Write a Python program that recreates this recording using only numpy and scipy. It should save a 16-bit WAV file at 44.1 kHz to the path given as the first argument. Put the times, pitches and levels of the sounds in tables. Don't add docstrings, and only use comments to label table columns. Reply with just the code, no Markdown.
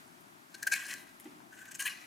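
import sys
import numpy as np
from scipy import signal
from scipy.fft import rfft, irfft
from scipy.io import wavfile
from scipy.ndimage import uniform_filter1d

SR = 44100
rng = np.random.default_rng(int(sys.argv[2]) if len(sys.argv) > 2 else 0)


def volts(x):
    e = np.asarray(x, float) / 20
    return 10 ** e


def put_to_file(sound):
    columns = np.atleast_2d(sound).T
    safe = np.clip(columns, -1, 1)
    whole_steps = np.round(safe * 32767)
    wavfile.write(sys.argv[1], SR, whole_steps.astype(np.int16))


N = 91154

# (frequency [Hz], relative density [dB])
TONE_SPECTRUM = [(15, -59), (25, -14), (43, -33.5), (128, -7), (238, -2), (358, -3), (483, -19.5),
                 (634, -9), (1360, -13.5), (1730, -15), (1880, -15), (2530, -17), (3810, -20),
                 (4240, -20.5), (11600, -22.5), (15200, -28), (16500, -41)]
# (frequency [Hz], correlation [-1..1])
TONE_CORRELATION = [(60, 0.96), (130, 0.58), (290, 0.58), (640, -0.57), (1410, -0.74), (3100, -0.032),
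                    (6820, 0.42), (15000, 0.65)]
# (frequency [Hz], level [dB])
TONE_PAN = [(30, 2.2), (150, 9.3), (300, 8.4), (700, 8.6), (1500, 1.4), (4000, 0.9), (15000, 0.86)]
# (time [s], gain [dB])
TONE_TREBLE = [(0, 4), (.06, 0), (.3, -0.5), (.5, -1), (1.15, 0.5), (1.3, 1), (1.5, -2), (2.07, 4)]
TONE_DB, TONE_SPLIT_HZ = -60, 1200
TONE_LOW_WANDER_DB, TONE_LOW_WANDER_PER_S = 1, 9.5
TAIL_DB, TAIL_T60_S, TAIL_TOP_HZ, TAIL_SHARED_GAIN, TAIL_DELAY_S = -14, 0.34, 6600, 0.15, 0.002

# (frequency [Hz], width per filter pass [Hz], level [dB])
BOARD_MODES = [(305, 50, 8.5), (246, 47, 3), (352, 43, -0.5), (810, 440, -12), (1990, 1430, -17)]
KNOCK_S, KNOCK_DB, KNOCK_PUSH_S, KNOCK_ROLL_DB, KNOCK_ROLL_S = 1.254, -52.5, 0.023, -5.5, 0.21
THUD_DB = 1

# (time [s], level [dB], frequency [Hz], width per filter pass [Hz], decay [s])
TICKS = [(0.072, -58, 1600, 170, 0.014), (0.078, -60, 8800, 2000, 0.003), (0.207, -62, 12000, 5000, 0.012),
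         (1.199, -47, 11000, 8100, 0.003), (1.201, -55, 2200, 2300, .002), (1.206, -54, 9800, 4500, 0.008),
         (1.243, -57, 7700, 9000, 0.006), (1.256, -57, 1900, 1500, 0.004), (1.403, -51, 950, 800, 0.003),
         (1.654, -54, 2200, 2000, 0.002)]
TICK_CONTACT_DB = -9

# (start [s], length [s], chatter level [dB], chatter frequency [Hz],
# upper ring [dB re chatter], hiss [dB re chatter], high hiss [dB re chatter])
SLIPS = [(0.541, 0.012, -48.5, 1542, -1.5, 1, -5.5), (0.593, 0.0051, -51.5, 1580, -1, -6, -17),
         (0.625, 0.0094, -33, 1610, -12.5, -5, -7), (.667, 0.013, -26, 1590, -11, -9.5, -10.5),
         (0.716, 0.008, -39, 2380, -7, 1, -6), (0.716, 0.018, -27.5, 1591, -7.5, -8, -13.5),
         (0.729, 0.015, -30.5, 1620, -1, -3, -5.5), (0.745, 0.0085, -37, 2490, -8, -6, -16),
         (0.749, 0.018, -43, 1670, -7, -9, -14), (0.791, 0.016, -46, 1614, 0, -10, -14),
         (0.849, 0.012, -51, 1580, -12, 2.5, -2), (0.858, 0.017, -47.5, 1660, -13, -4.5, -4.5),
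         (0.884, 0.02, -49.5, 1630, 1, -3.5, 0.5), (0.9, 0.018, -47.5, 1900, 6.5, -1, -1),
         (0.925, 0.02, -47.5, 1970, -1.5, -5, -8), (0.956, 0.038, -61, 1598, -4, -13, -13),
         (1.06, 0.027, -68, 1640, -4, -6, -8), (1.522, .013, -47.5, 1539, -16, -16.5, -18),
         (1.536, 0.008, -48.5, 1540, -6, -17, -21), (1.57, 0.016, -58, 1520, -2, -9, -6.5),
         (1.583, 0.014, -52.5, 1560, -4, -9, -9), (1.61, 0.021, -53.5, 1550, -8.5, -13, -9),
         (1.649, 0.015, -52, 1540, -6.5, -9.5, -10), (1.676, 0.019, -56, 1560, -10, -4.5, -18),
         (1.708, 0.018, -49, 1617, -3.5, 0, -7), (1.745, 0.0075, -53, 1560, 5.5, 12, 5),
         (1.749, 0.012, -50.5, 1575, -2, 1, -3), (1.792, 0.0085, -39, 1620, 4, 2.5, 3.5),
         (1.799, 0.016, -39, 1615, -2, -1, 1), (1.814, 0.017, -40.5, 1630, -10, -5, -1.5),
         (1.851, 0.016, -35, 1725, 0.5, -8, -1.5), (1.859, 0.024, -44, 1960, 8.5, -1.5, 4),
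         (1.877, 0.015, -43, 1640, -2, -8, -7), (1.889, 0.029, -50.5, 2855, -1, -10, -10),
         (1.935, 0.013, -60, 2720, -4, -8, -10), (1.943, 0.021, -58.5, 2006, -3, -4, -10),
         (1.97, 0.02, -62, 2520, -4, -10, -10), (2.008, 0.025, -65, 2000, -9, -11, -13)]
SLIP_RISE_S, SLIP_FALL_S = 0.0033, 0.0043
CHATTER_WANDER_FRACTION, CHATTER_WANDER_PER_S = 0.00642, 300
CHATTER_FLUTTER_DB, CHATTER_FLUTTER_PER_S = 2, 110
LOW_RING_DB = -6.5

# (time [s], low ring [dB], upper ring [dB re low ring],
# hiss [dB re low ring], high hiss [dB re low ring])
DRAGS = [
    [(.5, -78, 0, 3, 1), (.57, -66.5, -12, -3.5, -6), (.65, -64.5, 0, -1, 1), (.7, -54.5, -8, -6, -5),
     (.76, -48, 5, -2, -1), (.83, -52.5, -1.5, -5.5, -8.5), (.88, -50.5, -1, -5.5, -4),
     (.955, -54, -2.5, -4, -7), (1.0, -60.5, 2.5, -5.5, -3.5), (1.04, -66.5, 2.5, -7, -3),
     (1.09, -70, 1.5, -9, -12), (1.16, -79, -11, -17, -4)],
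    [(1.49, -72, -17, -7, -6), (1.55, -62, -6, -5, -2.5), (1.64, -59.5, -12, -8, -15),
     (1.7, -65, -4, -6, -15), (1.775, -71.5, 6, 7, 1), (1.842, -55, -6, 1, 0), (1.9, -58.5, 7, 1.5, 2),
     (1.95, -66.5, 14, 5.5, 2), (2.0, -70, 11.5, 2, -4), (2.066, -73, 11, 1, -5)],
]
SNAG_DB, SNAGS_PER_S = 2, 51

LOW_RING_MODES = [(1550, 80, -6.5, -4, -2.5, -14, 3.5, 1, -1), (1609.6, 96, 1, 3.5, 2, 4.5, 1, 5, 0),
                  (1707, 107, -2.5, 4.5, 2, -3, 2, 8, -1.5),
                  (1075, 240, -29, -23, -12.5, -15.5, -26, -2, -8.5),
                  (735, 300, -25.5, -27.5, -21.5, -25, -20, -20, -22)]
UPPER_RING_MODES = [(1970, 140, 3, -5, 5, 3, 5, 1.5, 2), (2268, 153, -2, 4, -2, -5, -8, -8, -2),
                    (2415, 124, -3, -2, -6, -8, -17, -1, 1.5), (2518, 230, -4, 4, -3, -3, -9, -1, -1),
                    (2840, 130, -10, -5, -6, -2.5, -9, 3.5, -1),
                    (2992, 190, -20, -10.5, -11, -8, -11, 0, -10),
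                    (2490, 1350, -7.5, -11.5, -3, -16, -2.5, -14, -18),
                    (3960, 470, -18, -12, -10, -7.5, -17, -13.5, -8.5)]
EDGE_RING_MODES = [(4220, 600, -0.54, -0.52, -1, 0, -8, -3, 2),
                   (5530, 1250, -2.2, 0.12, 1.5, -2.2, -1, -6, 5.5),
                   (6490, 830, 2.4, 1, -2, 0.82, 11, 7, -1), (7540, 790, 0.42, 0.053, 4, 0.2, 11, 1.5, 0)]
TOP_RING_MODES = [(8930, 990, 2, 2, 6, 4.5, 6, 3.5, 0), (9910, 750, -5, 3, -1, 1, 1, -5, 3),
                  (10490, 920, -1, 8, 0, -1, -6, -8, 10), (12140, 1550, -2, 3, 2, 1, 3, 0, -1.5),
                  (14500, 950, 4, 5, 0, -1, 3, -6, -6)]
REGRIPS = [.71, .76, .95, 1.3, 1.785, 1.89]
PATCHY_DB, PATCHES_PER_S = 2.5, 48

# (frequency [Hz], relative density [dB])
TEAR_SPECTRUM = [(300, -5), (1000, 5), (3200, -53), (3800, -2), (5000, 2.5), (9000, -45), (12000, -21),
                 (15500, -25)]
TEAR_HISS_DB, TEARS_PER_S, TEAR_SCATTER_DB = -20.5, 7900, 2.5

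# (frequency [Hz], level [dB])
NEAR_PAN = [(500, 0.5), (1500, 3.5), (3000, 3), (8000, 2.5), (15000, 2.5)]
NEAR_LOW_CUT_HZ = 146


def read(table, hz):
    points = np.array(table, float)
    return np.interp(np.log(hz + 1), np.log(points[:, 0] + 1), points[:, 1])


def unit(x):
    return x / np.sqrt(np.mean(x ** 2))


def colour(x, table):
    return irfft(rfft(x) * volts(read(table, np.fft.rfftfreq(N, 1 / SR))), N)


def walk(rate_per_s):
    span = int(SR / rate_per_s)
    return unit(uniform_filter1d(uniform_filter1d(rng.standard_normal(N), span), span))


def ring(x, modes):
    out = 0
    pair = np.array([x, np.arange(N) == 0])
    for hz, width_hz, db in modes:
        radius = np.exp(-np.pi * max(width_hz, 5) / SR)
        a = [1, -2 * radius * np.cos(2 * np.pi * hz / SR), radius * radius]
        once = signal.lfilter([1, 0, -1], a, pair)
        twice = signal.lfilter([1, 0, -1], a, once)
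        out = out + volts(db) * (1 - radius) ** 2 * twice
    return out[0] / np.sqrt(np.sum(out[1] ** 2))


def cluster(x, modes):
    f_hz, spectrum = np.fft.rfftfreq(N, 1 / SR), rfft(x)
    shapes = [volts(db) / (1 + (2 * (f_hz - hz) / width_hz) ** 2) for hz, width_hz, db in modes]
    out = sum(volts(PATCHY_DB * walk(PATCHES_PER_S)) * irfft(spectrum * s, N) for s in shapes)
    return out / np.sqrt(np.mean(sum(shapes) ** 2))


def room_tone(t):
    hz = np.fft.rfftfreq(N, 1 / SR)
    a, b = rfft(rng.standard_normal((2, N)))
    corr = np.clip(read(TONE_CORRELATION, hz), -.95, .95)
    side = volts(read(TONE_PAN, hz) / 2)
    pair = np.array([a * side, (corr * a + np.sqrt(1 - corr * corr) * b) / side])
    pair = pair * volts(read(TONE_SPECTRUM, hz)) / np.sqrt(side ** 2 + side ** -2 + 2 * corr)
    low = irfft(pair * (hz < TONE_SPLIT_HZ), N)
    high = irfft(pair * (hz >= TONE_SPLIT_HZ), N)
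    low = low * volts(TONE_LOW_WANDER_DB * walk(TONE_LOW_WANDER_PER_S))
    both = low + high * volts(np.interp(t, *np.array(TONE_TREBLE).T))
    return volts(TONE_DB) * both / np.sqrt(np.mean(both.mean(axis=0) ** 2))


def room_tail(near, t):
    lag_s = t[:SR // 2]
    noise = rng.standard_normal((3, len(lag_s)))
    tail = TAIL_SHARED_GAIN * noise[0] + noise[1:]
    tail = tail * 10 ** (-3 * lag_s / TAIL_T60_S) * (lag_s > TAIL_DELAY_S)
    tail = signal.lfilter([1], [1, -np.exp(-2 * np.pi * TAIL_TOP_HZ / SR)], tail)
    tail = tail / np.sqrt(np.sum(tail ** 2, axis=1, keepdims=True))
    return volts(TAIL_DB) * signal.fftconvolve(near[None], tail, axes=1)[:, :N]


def knock(t):
    late_s = np.clip(t - KNOCK_S, 0, 1)
    bump = np.exp(-(late_s / KNOCK_PUSH_S) ** 2)
    push = (t >= KNOCK_S) * (bump + volts(KNOCK_ROLL_DB) * np.exp(-late_s / KNOCK_ROLL_S))
    thud = np.sqrt(2) * bump * np.sin(2 * np.pi * BOARD_MODES[0][0] * late_s)
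    rumble = ring(push * rng.standard_normal(N), BOARD_MODES)
    return volts(KNOCK_DB) * (rumble + volts(THUD_DB) * thud)


def ticks(t):
    out, noise = 0, rng.standard_normal(N)
    for start_s, db, hz, width_hz, decay_s in TICKS:
        contact = np.sqrt(decay_s * SR / 2) * (np.arange(N) == int(start_s * SR))
        tail = noise * (t >= start_s) * np.exp(-np.clip(t - start_s, 0, 1) / decay_s)
        out = out + volts(db) * ring(volts(TICK_CONTACT_DB) * contact + tail, [(hz, width_hz, 0)])
    return out


def tears():
    hit, sign, size = rng.random((3, N))
    clicks = (hit < TEARS_PER_S / SR) * np.sign(sign - .5)
    return unit(clicks * volts(-TEAR_SCATTER_DB * np.log(size + 1e-6)))


def gripped(x, modes, t, resonator=ring):
    m, grip = np.array(modes, float), np.searchsorted(REGRIPS, t)
    return sum(resonator(x * (grip == k), m[:, [0, 1, 2 + k]]) for k in range(len(REGRIPS) + 1))


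def slips(t):
    power, chatter = np.zeros((4, N)), 0
    warped_s = np.cumsum(1 + CHATTER_WANDER_FRACTION * walk(CHATTER_WANDER_PER_S)) / SR
    for start_s, length_s, db, hz, upper_db, hiss_db, top_db in SLIPS:
        late_s = t - start_s
        rise = 1 / (1 + np.exp(-np.clip((late_s - SLIP_RISE_S) / (SLIP_RISE_S / 2), -50, 50)))
        fall = np.exp(-np.clip(late_s - length_s + SLIP_FALL_S, 0, 1) / SLIP_FALL_S)
        shape = volts(db) * rise * fall
        power += (volts([[LOW_RING_DB], [upper_db], [hiss_db], [top_db]]) * shape) ** 2
        chatter = chatter + np.sqrt(2) * shape * np.sin(2 * np.pi * hz * warped_s)
    return chatter * volts(CHATTER_FLUTTER_DB * walk(CHATTER_FLUTTER_PER_S)), power


def drag_power(t):
    power = np.zeros((4, N))
    for drag in DRAGS:
        time_s, low, upper, hiss, top = np.array(drag).T
        db = np.interp(t, time_s, low, left=-120, right=-120)
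        db = db + SNAG_DB * walk(SNAGS_PER_S)
        power += volts([db] + [db + np.interp(t, time_s, band) for band in (upper, hiss, top)]) ** 2
    return power


def peeler(t):
    chatter, slip_power = slips(t)
    low, upper, hiss, top = np.sqrt(slip_power + drag_power(t))
    grit = tears()
    hiss_rms = np.sqrt(np.mean(colour(grit, TEAR_SPECTRUM) ** 2))
    out = chatter + gripped(low * grit, LOW_RING_MODES, t)
    out = out + gripped(upper * tears(), UPPER_RING_MODES, t)
    out = out + gripped(hiss * grit, EDGE_RING_MODES, t, cluster)
    out = out + gripped(top * grit, TOP_RING_MODES, t, cluster)
    return out + volts(TEAR_HISS_DB) * colour(hiss * grit, TEAR_SPECTRUM) / hiss_rms


def scene():
    t = np.arange(N) / SR
    low_cut = signal.butter(2, NEAR_LOW_CUT_HZ, 'high', fs=SR)
    near = signal.lfilter(*low_cut, peeler(t) + ticks(t) + knock(t))
    pan = np.array(NEAR_PAN)
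    direct = np.array([colour(near, pan * [1, .5]), colour(near, pan * [1, -.5])])
    return direct + room_tail(near, t) + room_tone(t)


def roll_off(x):
    return signal.sosfilt(signal.butter(12, 16810, fs=SR, output="sos"), x)


def record(dry):
    return roll_off(dry)


dry = scene()
out = record(dry)
put_to_file(out)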